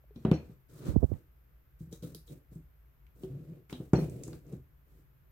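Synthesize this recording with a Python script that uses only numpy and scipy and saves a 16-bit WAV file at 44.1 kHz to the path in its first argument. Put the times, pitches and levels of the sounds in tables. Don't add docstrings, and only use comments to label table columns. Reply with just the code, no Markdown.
import sys
import numpy as np
from scipy import signal
from scipy.fft import rfft, irfft, next_fast_len
from scipy.io import wavfile

SR = 44100
rng = np.random.default_rng(int(sys.argv[2]) if len(sys.argv) > 2 else 0)


def to_wav(s):
    ch = np.atleast_2d(s).T
    pcm = np.round(np.clip(ch, -1, 1) * 32767)
    wavfile.write(sys.argv[1], SR, pcm.astype(np.int16))


N = 234253
TIME = np.arange(N) / SR
TAIL = TIME[:SR * 3 // 4]

# start_s, level_db, corner_hz, boom_hz
TABLE_KNOCKS = [(0.16, -46.5, 348, 235), (0.2495, -26.5, 754, 200), (.281, -32, 512.6, 223),
                (0.3136, -19, 600, 172), (0.494, -50.5, 422, 174), (1.805, -42.5, 159, 155),
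                (1.872, -51.5, 170, 164), (1.927, -46.5, 383, 168), (2.024, -45, 267, 163),
                (2.041, -42, 204, 163), (2.15, -51.5, 290, 162), (2.517, -53.5, 290, 165),
                (2.556, -44, 202, 155), (3.236, -42.5, 464, 368), (3.7254, -41, 1000, 236),
                (3.8004, -39, 480, 133), (3.9322, -18.5, 800, 138), (3.98, -27.5, 400, 361),
                (4.018, -32.5, 248, 151), (4.28, -47, 910, 310), (4.3313, -53, 1750, 360),
                (4.531, -39, 227, 141)]
# pitch_hz, level_db, t60_s
BOARD_MODES = [(74.2, -10, 0.38), (99.4, -21, 0.35), (123.6, -15, .3), (134.2, -5, 0.2), (159.9, -2, 0.18),
               (177, 5.5, 0.05), (238.2, -24.5, 0.4), (304.5, -8, 0.18), (328.2, -4, 0.14),
               (382.6, -1, 0.1), (423.8, -11, 0.048), (480, -11, 0.067), (507, -10.5, 0.15),
               (628, -14, 0.1163), (747.4, -14.5, 0.14), (864, -19.5, 0.2), (964, -12.5, 0.045),
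               (1083, -1, 0.019), (1210, -11, 0.071), (1389, -11, 0.057), (1494, -17.5, 0.11)]
# freq_hz, level_db
CLATTER_SPECTRUM = [(40, -37.5), (70, -2), (160, 1.5), (400, 2), (600, -2.5), (1100, -9), (1900, -5.5),
                    (3000, -6), (6000, -26.5), (16000, -46)]


def knocks(boom_db=7, boom_octaves=0.1, flip_hz=190, scatter_hz=450, clatter_db=-8, radiate_hz=65):
    out = np.zeros((2, N))
    for start_s, level_db, corner_hz, boom_hz in TABLE_KNOCKS:
        phases = rng.uniform(0, 2 * np.pi, (len(BOARD_MODES), 1))
        phases = phases + 0.5 * rng.standard_normal((len(BOARD_MODES), 2))
        board = 0
        for (hz, mode_db, t60_s), phase in zip(BOARD_MODES, phases):
            boost_db = boom_db * np.exp(-(np.log2(hz / boom_hz) / boom_octaves) ** 2)
            gain = undb(mode_db + boost_db) * np.sign(flip_hz - hz)
            scatter = phase[:, None] * (hz > scatter_hz)
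            board += gain * np.sin(2 * np.pi * hz * TAIL + scatter) * fade(t60_s)
        clatter = undb(clatter_db) * colour(noise(len(TAIL), 1000), CLATTER_SPECTRUM) * fade(t60_s=0.3)
        push = 1 - np.exp(-TAIL * corner_hz)
        blow = butter((board + clatter) * push, corner_hz, "low")
        blow = butter(blow, radiate_hz, "high", order=1)
        add(out, start_s, undb(level_db) * unit(blow, count=1300))
    return out


# start_s, length_s, rumble_db, hiss_db, swell_db, bright_db
SLIDE_STROKES = [(0.14, 0.38, -58, -74.5, 1, -14), (0.682, 0.11, -56.5, -65, 7.5, -2),
                 (0.796, 0.066, -44.5, -61.5, 9.5, -15), (0.858, 0.032, -37.5, -53, 0, -12),
                 (.99, 0.15, -67, -73, -2, 4.5), (1.145, .025, -55.5, -70, 2, -8.5),
                 (1.786, 0.053, -71.5, -72, -4.5, 5), (1.908, 0.025, -54, -63.5, 5, 9),
                 (2.019, 0.08, -47.5, -60.5, -7, 2), (2.105, 0.047, -56.5, -69, 3, -3),
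                 (2.258, .04, -67, -70, 6, 10), (2.292, 0.03, -46.5, -70, 4.5, 9.5),
                 (2.505, 0.043, -59.5, -73, 2, 5), (3.146, 0.097, -59.5, -74, 15.5, 4.5),
                 (3.263, 0.31, -51.5, -75.5, -2.5, -11), (3.691, 0.024, -50.5, -55.5, -0.5, -8),
                 (3.738, 0.13, -54, -71.5, -3.5, 7), (3.953, 0.091, -36.5, -58.5, 1.5, -0.5),
                 (4.075, 0.28, -45.5, -67.5, 0, 4.5), (4.438, 0.1, -52, -71.5, 7, -5),
                 (4.858, .14, -68.5, -78.5, 6.5, -3)]
# freq_hz, level_db
RUMBLE_SPECTRUM = [(30, -26), (70, -10), (140, 11.5), (210, 1), (320, 4), (480, 0), (650, -12), (850, -29),
                   (1500, -43), (2500, -29.5), (6000, -64)]
# freq_hz, level_db
HISS_SPECTRUM = [(500, -6), (1300, 7.5), (2500, -8), (3800, 0), (5200, -1), (8000, 2), (10500, -0.5),
                 (16000, 1.5)]


def slides(slips_per_s=2500, t60_s=0.27, ring_db=-4, grit_db=-6, flicker_db=1.5, split_hz=2800):
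    rumble_power = scrape_power = swish_power = 0
    for start_s, length_s, rumble_db, hiss_db, swell_db, bright_db in SLIDE_STROKES:
        progress = np.clip((TIME - start_s) / length_s, 0, 1)
        power = (stroke(start_s, length_s, t60_s) * undb(swell_db * (progress - 0.5))) ** 2
        rumble_power += power * undb(rumble_db) ** 2
        scrape_power += power * undb(hiss_db - bright_db / 2) ** 2
        swish_power += power * undb(hiss_db + bright_db / 2) ** 2
    slips = unit(diffuse(rng.standard_normal((2, N)) * (rng.random(N) < slips_per_s / SR)))
    board = sum(undb(db) * np.sin(2 * np.pi * hz * TAIL) * fade(t60) for hz, db, t60 in BOARD_MODES)
    ringing = colour(signal.fftconvolve(slips, board[None], axes=1)[:, :N], RUMBLE_SPECTRUM)
    rumble = unit(colour(slips, RUMBLE_SPECTRUM) + undb(ring_db) * ringing)
    hiss = colour(unit(noise(N)) + undb(grit_db) * slips, HISS_SPECTRUM)
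    hiss *= undb(flicker_db * wander(N, rate_hz=40))
    scrape = butter(hiss, split_hz, "low", order=1)
    swish = hiss - scrape
    return np.sqrt(rumble_power) * rumble + np.sqrt(scrape_power) * scrape + np.sqrt(swish_power) * swish


# start_s, body_db, body_hz, body_t60_s, wall_db
BOTTLE_BUMPS = [(.040, -71, 590, 0.02, -103), (0.108, -61, 420, .07, -97), (0.16, -46, 230, .13, -79),
                (0.25, -33, 210, 0.47, -65.5), (1.925, -54.5, 461, 0.12, -64.5),
                (2.033, -52, 488, 0.22, -66.5), (2.148, -58.5, 448, 0.059, -66),
                (2.278, -69, 472, 0.36, -67.5), (3.2343, -41.5, 375.3, 0.29, -87),
                (3.729, -48.5, 250.7, 0.49, -57), (4.526, -48.5, 371, 0.14, -82)]
# pitch_hz, level_db, t60_s
WALL_MODES = [(3310, -2, 0.15), (3850, 2, 0.21)]


def bottle_bumps(detune=0.025, detune_ref_hz=3500, rise_s=0.000688, split_count=5):
    def split_mode(hz, t60_s):
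        spread = detune * np.sqrt(hz / detune_ref_hz)
        cluster_hz = hz * (1 + spread * rng.standard_normal((split_count, 2, 1)))
        cluster = np.sin(2 * np.pi * cluster_hz * TAIL).sum(axis=0)
        return unit(cluster * fade(t60_s) * rise(rise_s), count=1300)

    out = np.zeros((2, N))
    for start_s, body_db, body_hz, body_t60_s, wall_db in BOTTLE_BUMPS:
        wall = unit(sum(undb(db) * split_mode(hz, t60) for hz, db, t60 in WALL_MODES), count=1300)
        body = split_mode(body_hz, body_t60_s)
        add(out, start_s, undb(body_db) * body + undb(wall_db) * wall)
    return out


# start_s, length_s, level_db, slip_hz
JUDDER_STROKES = [(3.29, 0.082, -41, 135), (3.376, 0.061, -50, 166), (3.465, 0.057, -44.5, 150)]


def judder(jitter=0.0893, overtone_db=-15, t60_s=0.089):
    out = np.zeros(N)
    waver = wander(N, rate_hz=50.8)
    for start_s, length_s, level_db, slip_hz in JUDDER_STROKES:
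        phase = 2 * np.pi * np.cumsum(slip_hz * (1 + jitter * waver)) / SR
        tone = unit(np.sin(phase) + undb(overtone_db) * np.sin(2 * phase))
        out += undb(level_db) * stroke(start_s, length_s, t60_s) * tone
    return out


# start_s, level_db, pitch_hz
SHELL_TICKS = [(.159, -64.5, 3640), (0.2496, -51.5, 2940), (0.314, -42.5, 2560), (.856, -61, 7900),
               (1.137, -68, 2000), (1.927, -53, 6500), (2.025, -62.5, 4400), (2.1471, -52, 4700),
               (2.148, -49.5, 11800), (2.2776, -76, 4130), (2.5536, -70.5, 8100), (3.0663, -70, 2305),
               (3.235, -59, 3220), (3.697, -54.5, 2200), (3.727, -50.5, 3100), (3.8017, -77, 735),
               (3.9328, -49, 6200), (3.9332, -43, 1500), (4.0967, -57.5, 8040), (4.2353, -46, 7000),
               (4.2779, -55, 7440), (4.331, -61, 1450), (4.3308, -59.5, 4330), (4.466, -74.5, 6600),
               (4.5255, -68, 6960)]


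def ticks(shell_t60_s=0.013, shell_q=4.5, rise_s=0.00027, edge_db=-32, room_db=-17, room_t60_s=0.28):
    out = np.zeros((2, N))
    for start_s, level_db, pitch_hz in SHELL_TICKS:
        touch = fade(shell_t60_s) * rise(rise_s)
        room = undb(room_db) * fade(room_t60_s)
        crack = noise(len(TAIL)) * np.hypot(touch, room)
        shell = signal.lfilter(*signal.iirpeak(pitch_hz, shell_q, fs=SR), crack)
        add(out, start_s, undb(level_db) * unit(shell + undb(edge_db) * crack, count=260))
    return out


# start_s, level_db
JAR_JOLTS = [(0.158, -76), (0.336, -56), (3.954, -51.5)]
# pitch_hz, level_db, t60_s
JAR_MODES = [(2466, -5, .38), (4188, -5, .24), (4334, -2.5, .21), (5698, -3, .2), (6560, -18, .3)]


def jar(rise_s=0.001, buzz_hz=70):
    out = np.zeros((2, N))
    for start_s, level_db in JAR_JOLTS:
        ring = 0
        for hz, mode_db, t60_s in JAR_MODES:
            tone = np.sin(2 * np.pi * (hz * TAIL + rng.random((2, 1))))
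            rattle = 1 + wander((2, len(TAIL)), buzz_hz)
            ring += undb(mode_db) * tone * fade(t60_s) * rattle
        add(out, start_s, undb(level_db) * unit(ring * rise(rise_s), count=1300))
    return out


# centre_s, level_db, width_s
MIC_THUMPS = [(0.8884, -19.5, 0.0014), (.9185, -43, 0.0057), (0.9613, -19.5, 0.00044), (.9657, -7, 0.00093),
              (1.0298, -15.5, 0.00057), (1.0342, -16.5, 0.00053), (1.0419, -16.5, 0.00061),
              (1.1189, -20.5, 0.00062), (1.136, -44, 0.002)]
# freq_hz, level_db
FLUTTER_SPECTRUM = [(20, -41.5), (55, 13.5), (130, 3), (250, -10), (500, -18.5), (1200, -36), (3000, -69)]


def mic_thumps(rebound_delay_s=0.0079, rebound_db=-4, sway_hz=56, sway_t60_s=0.057, sway_gain=0.12,
               flutter_db=-30.5, flutter_spread_s=0.016):
    out = np.zeros((2, N))
    stir = 0
    for centre_s, level_db, width_s in MIC_THUMPS:
        after_s = np.maximum(TIME - centre_s, 0)
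        sway = sway_gain * np.sin(2 * np.pi * sway_hz * after_s) * fade(sway_t60_s, after_s)
        rebound = undb(rebound_db) * push_pull(centre_s + rebound_delay_s, width_s=0.0026)
        out[1] += undb(level_db) * (push_pull(centre_s, width_s) + rebound + sway)
        stir += np.exp(-np.abs(TIME - centre_s) / flutter_spread_s)
    out[1] += undb(flutter_db) * stir * colour(rng.standard_normal(N), FLUTTER_SPECTRUM)
    return out


# freq_hz, level_db
ROOM_SPECTRUM = [(20, -13.5), (35, -15.5), (55, 8.5), (95, -13), (135, -3), (200, -24.5), (400, -25.5),
                 (800, -33.5), (1400, -32), (2300, -37), (4000, -47), (9500, -53.5), (13600, -31.5),
                 (16000, -52)]


def room_tone(level_db=-60):
    return undb(level_db) * lean_left(db=0.34) * colour(noise(N, split_hz=300), ROOM_SPECTRUM)


def stroke(start_s, length_s, t60_s, grip_s=0.015):
    grip = np.clip((TIME - start_s) / grip_s, 0, 1)
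    return grip * fade(t60_s, np.clip(TIME - start_s - length_s, 0, 1))


def push_pull(centre_s, width_s):
    u = (TIME - centre_s) / width_s
    return -u * np.exp((1 - u ** 2) / 2)


def rise(rise_s):
    return 1 - np.exp(-TAIL / rise_s)


def fade(t60_s, age_s=TAIL):
    return np.exp(-np.log(1000) * age_s / t60_s)


def wander(shape, rate_hz):
    return unit(butter(rng.standard_normal(shape), rate_hz, "low"))


def noise(size, split_hz=900):
    return diffuse(rng.standard_normal((2, size)), split_hz)


def diffuse(pair, split_hz=900):
    side = butter(pair[1], split_hz, "high", order=1)
    return np.array([pair[0] + side, pair[0] - side])


def colour(x, spectrum):
    hz, db = np.transpose(spectrum)
    size = next_fast_len(x.shape[-1])
    bin_hz = np.maximum(np.fft.rfftfreq(size, 1 / SR), 1)
    gain = undb(np.interp(np.log(bin_hz), np.log(hz), db))
    return unit(irfft(rfft(x, size) * gain, size)[..., :x.shape[-1]])


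def butter(x, hz, kind, order=2):
    return signal.sosfilt(signal.butter(order, hz, kind, fs=SR, output="sos"), x)


def undb(db):
    return 10 ** (np.asarray(db) / 20)


def lean_left(db):
    return undb([[db], [-db]])


def unit(x, count=None):
    return x / np.sqrt(np.mean(x[..., :count] ** 2))


def add(out, start_s, x):
    i = int(start_s * SR)
    out[:, i:i + x.shape[-1]] += x[..., :N - i]


def scene(capsule_hz=45):
    table = knocks() + bottle_bumps() + ticks() + jar() + slides() + judder()
    at_capsules = table * lean_left(db=0.31) + mic_thumps()
    return butter(at_capsules, capsule_hz, "high", order=4) + room_tone()


def record(dry):
    top_hz = 15900
    return signal.sosfilt(signal.ellip(8, 0.2, 70, top_hz, fs=SR, output="sos"), dry)


dry = scene()
out = record(dry)
to_wav(out)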